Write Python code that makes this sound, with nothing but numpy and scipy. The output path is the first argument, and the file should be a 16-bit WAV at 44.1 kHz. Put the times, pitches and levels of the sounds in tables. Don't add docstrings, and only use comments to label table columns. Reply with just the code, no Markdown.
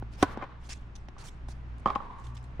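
import sys
import numpy as np
from scipy import signal
from scipy.fft import rfft, irfft
from scipy.io import wavfile
from scipy.ndimage import uniform_filter1d

SR = 44100
rng = np.random.default_rng(int(sys.argv[2]) if len(sys.argv) > 2 else 0)


def int16_out(signal):
    q = np.round(np.clip(np.atleast_2d(signal).T, -1, 1) * 32767)
    wavfile.write(sys.argv[1], SR, q.astype(np.int16))


def volts(x):
    e = np.asarray(x, float) / 20
    return 10 ** e


N = 114660
T = np.arange(N) / SR
SIDES = np.array([[1], [-1]])

# (f/Hz, relative level/dB)
TRAFFIC = [(15, -11.5), (28, -6), (66, -20), (90, -16), (150, -21), (300, -28), (500, -37.5), (1000, -36),
           (2600, -47), (6000, -58.5), (12000, -71)]
# (f/Hz, level/dB)
TRAFFIC_SIDE = [(20, -18), (60, -4), (250, -16), (600, -4.5), (1500, 0.5), (8000, -4)]
TRAFFIC_DB, TRAFFIC_FLICKER_DB = -47.5, 1
# (t/s, level/dB)
HUM = [(0, -41), (.15, -46), (.4, -52.5), (.65, -47), (1.05, -50), (1.3, -55), (1.45, -44), (1.75, -43),
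       (1.95, -48.5), (2.12, -60), (2.28, -42), (2.6, -46.5)]
HUM_HZ, HUM_WAVER, HUM_WAVER_DB, HUM_OCTAVE_DB = 59.86, 0.018, 2.5, -7.5

# (f/Hz, level/dB, t60/s)
THUD_MODES = [(226, -2, 0.043), (361, -3.5, 0.03), (527, 1, 0.012), (806, 3.5, 0.014), (1093, -25.5, 0.084),
              (1470, -3, 0.013)]
# (t/s, level/dB, left-right level/dB, crack level/dB)
BOUNCES = [(.0235, -32, -5, -52), (.3725, -27, 4.5, -42.5)]
# (t/s, level/dB, left-right level/dB, crack level/dB)
NEAR_BOUNCE = [(2.5945, -15, -15.5, -66)]
# (t/s, level/dB, left-right level/dB, crack level/dB)
STEPS = [(.692, -45, -4, -60), (1.0855, -43, -3.5, -45), (1.486, -43, -7, -50)]
# (f/Hz, level/dB)
CRACK_COLOUR = [(400, 3.5), (1200, 7.5), (2500, 4), (4500, 1.5), (8000, 0.5), (12000, -3)]
CRACK_T60_S = 0.024
PORT_HZ = 452
DETUNE = 0.0375

# (start t/s, attack t/s, hold t/s, level/dB, left-right level/dB, centre f/Hz)
SCUFFS = [(0.102, 0.027, 0.029, -61.5, -4.5, 4500), (0.581, 0.066, 0.034, -63, -4, 5400),
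          (0.6858, 0.0063, 0.045, -45.5, -3, 5030), (0.953, 0.00075, 0.012, -54.5, -5, 5440),
          (1.181, 0.0025, 0.043, -55.5, -4, 5540), (1.213, 0.04, 0.039, -51.5, -5, 6400),
          (1.481, 0.0043, 0.041, -56.5, -5, 6240), (1.169, 0.011, 0.082, -59.5, -6, 610),
          (1.78, 0.0017, 0.0017, -63.5, -4, 7000), (1.794, 0.004, 0.006, -70, -13.5, 7000),
          (2.153, 0.042, 0.11, -70.5, -8, 7000), (2.238, 0.0022, 0.019, -62, -2, 4650),
          (2.264, 0.0044, 0.0022, -56.5, -8, 5900), (2.342, 0.008, 0.009, -59, -8, 7000),
          (2.365, 0.0041, 0.009, -55.5, -5, 4770), (2.427, 0.00082, 0.0025, -69, -12, 7600),
          (2.439, 0.0018, 0.0012, -59.5, -7, 7000)]
SCUFF_OCTAVES, SCUFF_LOW_DB, SCUFF_LOW_HZ = 0.89, -8, 1150
SCUFF_RELEASE_S, SCUFF_TAIL_DB, SCUFF_TAIL_S = 0.0021, -11, 0.043
SCUFF_GRIT_DB, SCUFF_PATCHY_DB, SCUFF_SIDE_DB = 1.8, 3.8, -4.5

# (t/s, level/dB, string whistle f/Hz)
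SWISH = [(.165, -67, 4700), (.185, -53.5, 5180), (.205, -48, 5300), (.222, -43, 5600), (.235, -36.5, 5600),
         (.26, -61, 5200), (.33, -52.5, 4800), (.36, -70, 4600)]
# (f/Hz, level/dB)
SWISH_COLOUR = [(200, -12.5), (600, -2), (2000, -9), (5000, -11), (9000, -15), (14000, -9)]
WHISTLE_DB, WHISTLE_ENDS_S = -10, 0.226
WHISTLE_UPPER, WHISTLE_UPPER_DB = 1.6, -6

# (f/Hz, level/dB, t60/s)
NEAR_MODES = [(95, -18, 0.079), (191, -8.5, 0.031), (287, -3.5, 0.042), (391, -6, 0.035), (543, -3, 0.023),
               (749, -1.5, 0.03), (974, -13.5, 0.043), (1006, -21.5, 0.077), (1079, 0.5, 0.025),
              (1302, -17.5, 0.043), (1488, -20, 0.073), (1660, -23, 0.043), (2027, -19, 0.036),
              (2475, -16.5, 0.019), (3210, -23.5, 0.03)]
# (t/s, level/dB, left-right level/dB, crack level/dB)
NEAR_HIT = [(.2258, -3, -2, -14.5)]
# (t/s, level/dB, left-right level/dB, crack level/dB)
NEAR_ECHOES = [(.413, -37, -13, -57), (.4235, -25.5, 7, -48), (.439, -33.5, 2, -49)]
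CONTACT_S, ECHO_SMEAR_S = 0.0027, 0.002973
FENCE_HZ = 1000

# (start t/s, level/dB, rise t/s, t60/s, broad part level/dB)
TAILS = [(0.23, -47, 0.0103, 1.14, 4), (1.86, -41.5, 0.0059, 1.68, -6.5)]
# (f/Hz, level/dB)
TAIL_COLOUR = [(550, -12), (850, 17), (1130, 23), (1400, -7), (1800, -21.5)]
# (f/Hz, level/dB)
TAIL_BROAD = [(300, 2), (700, 1), (1600, 0.5), (2500, -11), (4000, -9), (7000, -22)]
TAIL_FLUTTER_DB, TAIL_SIDE_DB = 1.5, -4
AIR_HZ, AIR_T60_S = 3500, 0.54
LAST_WALL_S, BEYOND_T60_S = 0.33, 5.9

# (f/Hz, level/dB, t60/s)
FAR_MODES = [(218, -9, 0.02), (380, -10, 0.011), (562, -13, 0.025), (812, -13, 0.066), (1110, 1, 0.021),
             (1241, -5.5, 0.016), (1737, -18, 0.015), (2250, -21, 0.0095), (3120, -18.5, 0.016)]
# (t/s, level/dB, left-right level/dB, crack level/dB)
OTHER_POP = [(1.165, -41.5, -6, -65)]
# (t/s, level/dB, left-right level/dB, crack level/dB)
FAR_HIT = [(1.8565, -35, 4, -47), (1.8585, -9, -2, -32), (1.8642, -16, -13.5, -56)]
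# (t/s, level/dB, left-right level/dB, crack level/dB)
FAR_ECHOES = [(1.873, -23.5, -4, -36), (1.882, -24.5, -13.5, -40.5), (1.894, -24, 2, -45),
              (1.902, -24.5, -7, -37), (1.952, -64, -10, -34.5), (2.003, -38, -20, -65)]
# (t/s, level/dB, left-right level/dB, crack level/dB)
WALL_ECHO = [(1.9572, -17, 11.5, -36.5), (1.961, -22.5, 1, -44)]

# (f/Hz, level/dB)
MIC = [(2500, 1), (4700, -3), (6000, -3), (7500, -6), (10000, -9), (12000, -18.5), (15000, -19.5),
       (17000, -27)]


def colour(x, points):
    p, n = np.array(points, float), x.shape[-1]
    f = np.maximum(np.arange(n // 2 + 1) * SR / n, 1)
    gain_db = np.interp(np.log(f), np.log(p[:, 0]), p[:, 1])
    return irfft(rfft(x) * volts(gain_db), n)


def unit(x):
    return x / np.sqrt(np.mean(x ** 2))


def walk(rate):
    k = int(SR / rate)
    steps = np.repeat(rng.standard_normal(N // k + 1), k)
    w = uniform_filter1d(uniform_filter1d(steps, k), k)[:N]
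    return unit(w - w.mean())


def wide(points, side_db):
    mid, side = (unit(colour(rng.standard_normal(N), points)) for _ in range(2))
    return mid + volts(side_db) * side * SIDES


def place(x, pan_db):
    low = signal.lfilter(*signal.butter(1, PORT_HZ, fs=SR), x)
    return low + (x - low) * volts(pan_db / 2 * SIDES)


def traffic():
    mid, side = (colour(rng.standard_normal(N), TRAFFIC) for _ in range(2))
    both = mid + colour(side, TRAFFIC_SIDE) * SIDES
    return unit(both) * volts(TRAFFIC_DB + TRAFFIC_FLICKER_DB * walk(4.295))


def hum():
    s, db = np.array(HUM, float).T
    phase = 2 * np.pi * np.cumsum(HUM_HZ * (1 + HUM_WAVER * walk(7))) / SR
    first = volts(0.63 * HUM_WAVER_DB * walk(16.23)) * np.sin(phase)
    second_level = volts(HUM_OCTAVE_DB + HUM_WAVER_DB * walk(8.09))
    second = second_level * np.sin(1.98 * phase + 1.1 * walk(6.4))
    return np.sqrt(2) * volts(np.interp(T, s, db)) * (first + second)


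def ring_modes(modes, u, top_hz, detune, rise_s):
    ring = np.zeros(len(u))
    off = rng.standard_normal(len(modes))
    for k, (hz, db, t60) in enumerate(modes):
        tone = np.sin(2 * np.pi * hz * (1 + detune * off[k]) * u)
        dulling = 1 + (hz / top_hz) ** 2
        ring += (-1) ** k * volts(db) * tone * volts(-60 * u / t60) / dulling
    return ring * (1 - np.exp(-u / rise_s)) ** 2


def cluster(ring, smear_s):
    copies = ring.copy()
    for k, lag in enumerate(rng.random(3)):
        copies += 0.62 * np.roll(ring, int((k + lag) * smear_s * SR))
    return 0.96 * copies


def crack(u, top_hz, pan_db, smear_s, rise_s):
    noise = unit(colour(rng.standard_normal((2, len(u))), CRACK_COLOUR))
    mid, side = signal.lfilter(*signal.butter(2, top_hz, fs=SR), noise)
    env = volts(-60 * u / (CRACK_T60_S + 3 * smear_s)) * (1 - np.exp(-3 * u / rise_s))
    return (place(mid, pan_db) + 0.71 * side * SIDES) * env


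def blows(rows, modes, top_hz, smear_s=0, rise_s=0.0001):
    out, t = np.zeros((2, N)), np.arange(4096) / SR
    for s, db, pan_db, crack_db in rows:
        u = np.maximum(t - (s * SR % 1) / SR, 0)
        ring = ring_modes(modes, u, top_hz, DETUNE if smear_s else 0, rise_s)
        if smear_s:
            ring = cluster(ring, smear_s)
        hiss = crack(u, top_hz, pan_db, smear_s, rise_s)
        y = volts(db) * place(ring, pan_db) + volts(crack_db) * hiss
        i = int(s * SR)
        out[:, i:i + len(t)] += y[:, :N - i]
    return out


def bounces():
    light = blows(BOUNCES, THUD_MODES, top_hz=4500, rise_s=0.00084)
    return light + blows(NEAR_BOUNCE, THUD_MODES, top_hz=536, rise_s=0.003)


def scuffs():
    out = np.zeros((2, N))
    for s, attack, hold, db, pan_db, hz in SCUFFS:
        i = int(s * SR)
        u = np.arange(min(12288, N - i)) / SR
        n = len(u)
        after = np.maximum(u - attack - hold, 0)
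        fade = np.exp(-after / SCUFF_RELEASE_S) + volts(SCUFF_TAIL_DB) * np.exp(-after / SCUFF_TAIL_S)
        env = np.clip(u / attack, 0, 1) ** 2 * fade
        f = np.maximum(np.fft.rfftfreq(n, 1 / SR), 1)
        hiss_shape = np.exp(-.5 * (np.log2(f / hz) / SCUFF_OCTAVES) ** 2)
        rub_shape = np.exp(-.5 * np.log2(f / SCUFF_LOW_HZ) ** 2)
        shape = hiss_shape + volts(SCUFF_LOW_DB) * rub_shape
        grains = np.repeat(rng.standard_normal(n // 64 + 1), 64)[:n]
        grit = rfft(rng.standard_normal((2, n)) * volts(SCUFF_GRIT_DB * grains)) * shape
        bands = np.maximum(1 - abs(5 * np.log2(f / 250) - np.arange(31)[:, None]), 0)
        flare_steps = np.repeat(rng.standard_normal((31, 24)), 600, axis=1)
        flares = uniform_filter1d(flare_steps, 500)[:, :n]
        patchy = sum(irfft(grit * band, n) * volts(SCUFF_PATCHY_DB * flare)
                     for band, flare in zip(bands, flares))
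        mid, side = unit(patchy)
        rubbed = place(mid, pan_db) + volts(SCUFF_SIDE_DB) * side * SIDES
        out[:, i:i + n] += volts(db) * env * rubbed
    return out


def swish():
    s, db, hz = np.array(SWISH, float).T
    phase = 2 * np.pi * np.cumsum(np.interp(T, s, hz) * (1 + 0.0216 * walk(230))) / SR
    tones = np.sin(phase) + volts(WHISTLE_UPPER_DB) * np.sin(WHISTLE_UPPER * phase)
    whistle = tones * volts(WHISTLE_DB + 3.7 * walk(150)) * (T < WHISTLE_ENDS_S)
    return volts(np.interp(T, s, db, -120, -120)) * (wide(SWISH_COLOUR, -1.8) + whistle)


def near_hit():
    direct = blows(NEAR_HIT, NEAR_MODES, top_hz=14600, rise_s=CONTACT_S)
    echoes = blows(NEAR_ECHOES, NEAR_MODES, top_hz=4500, smear_s=ECHO_SMEAR_S)
    return direct + signal.lfilter(*signal.butter(1, FENCE_HZ, "high", fs=SR), echoes)


def tails():
    ring, wash = wide(TAIL_COLOUR, TAIL_SIDE_DB), wide(TAIL_BROAD, TAIL_SIDE_DB)
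    dull = signal.lfilter(*signal.butter(2, AIR_HZ, fs=SR), wash)
    out = np.zeros((2, N))
    for s, db, rise, t60, broad_db in TAILS:
        age = np.maximum(T - s, 0)
        beyond = np.maximum(T - s - LAST_WALL_S, 0)
        env = np.clip((T - s) / rise, 0, 1) * volts(-60 * age / t60 - 60 * beyond / BEYOND_T60_S)
        aired = dull + (wash - dull) * volts(-60 * age / AIR_T60_S)
        out += volts(db) * env * (ring + volts(broad_db) * aired)
    return volts(TAIL_FLUTTER_DB * walk(100)) * out


def footfalls():
    return blows(STEPS, THUD_MODES, top_hz=7000)


def far_pops():
    clean = blows(OTHER_POP + FAR_HIT + WALL_ECHO, FAR_MODES, top_hz=3300, rise_s=0.00056)
    return clean + blows(FAR_ECHOES, FAR_MODES, top_hz=3410, smear_s=0.0022)


def scene():
    background = traffic() + hum()
    player = scuffs() + swish() + near_hit() + footfalls()
    return background + bounces() + player + tails() + far_pops()


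def low_pass(x):
    return signal.sosfilt(signal.butter(12, 16150, fs=SR, output="sos"), x)


def record(dry):
    mix = colour(dry, MIC)
    return low_pass(mix)


dry = scene()
out = record(dry)
int16_out(out)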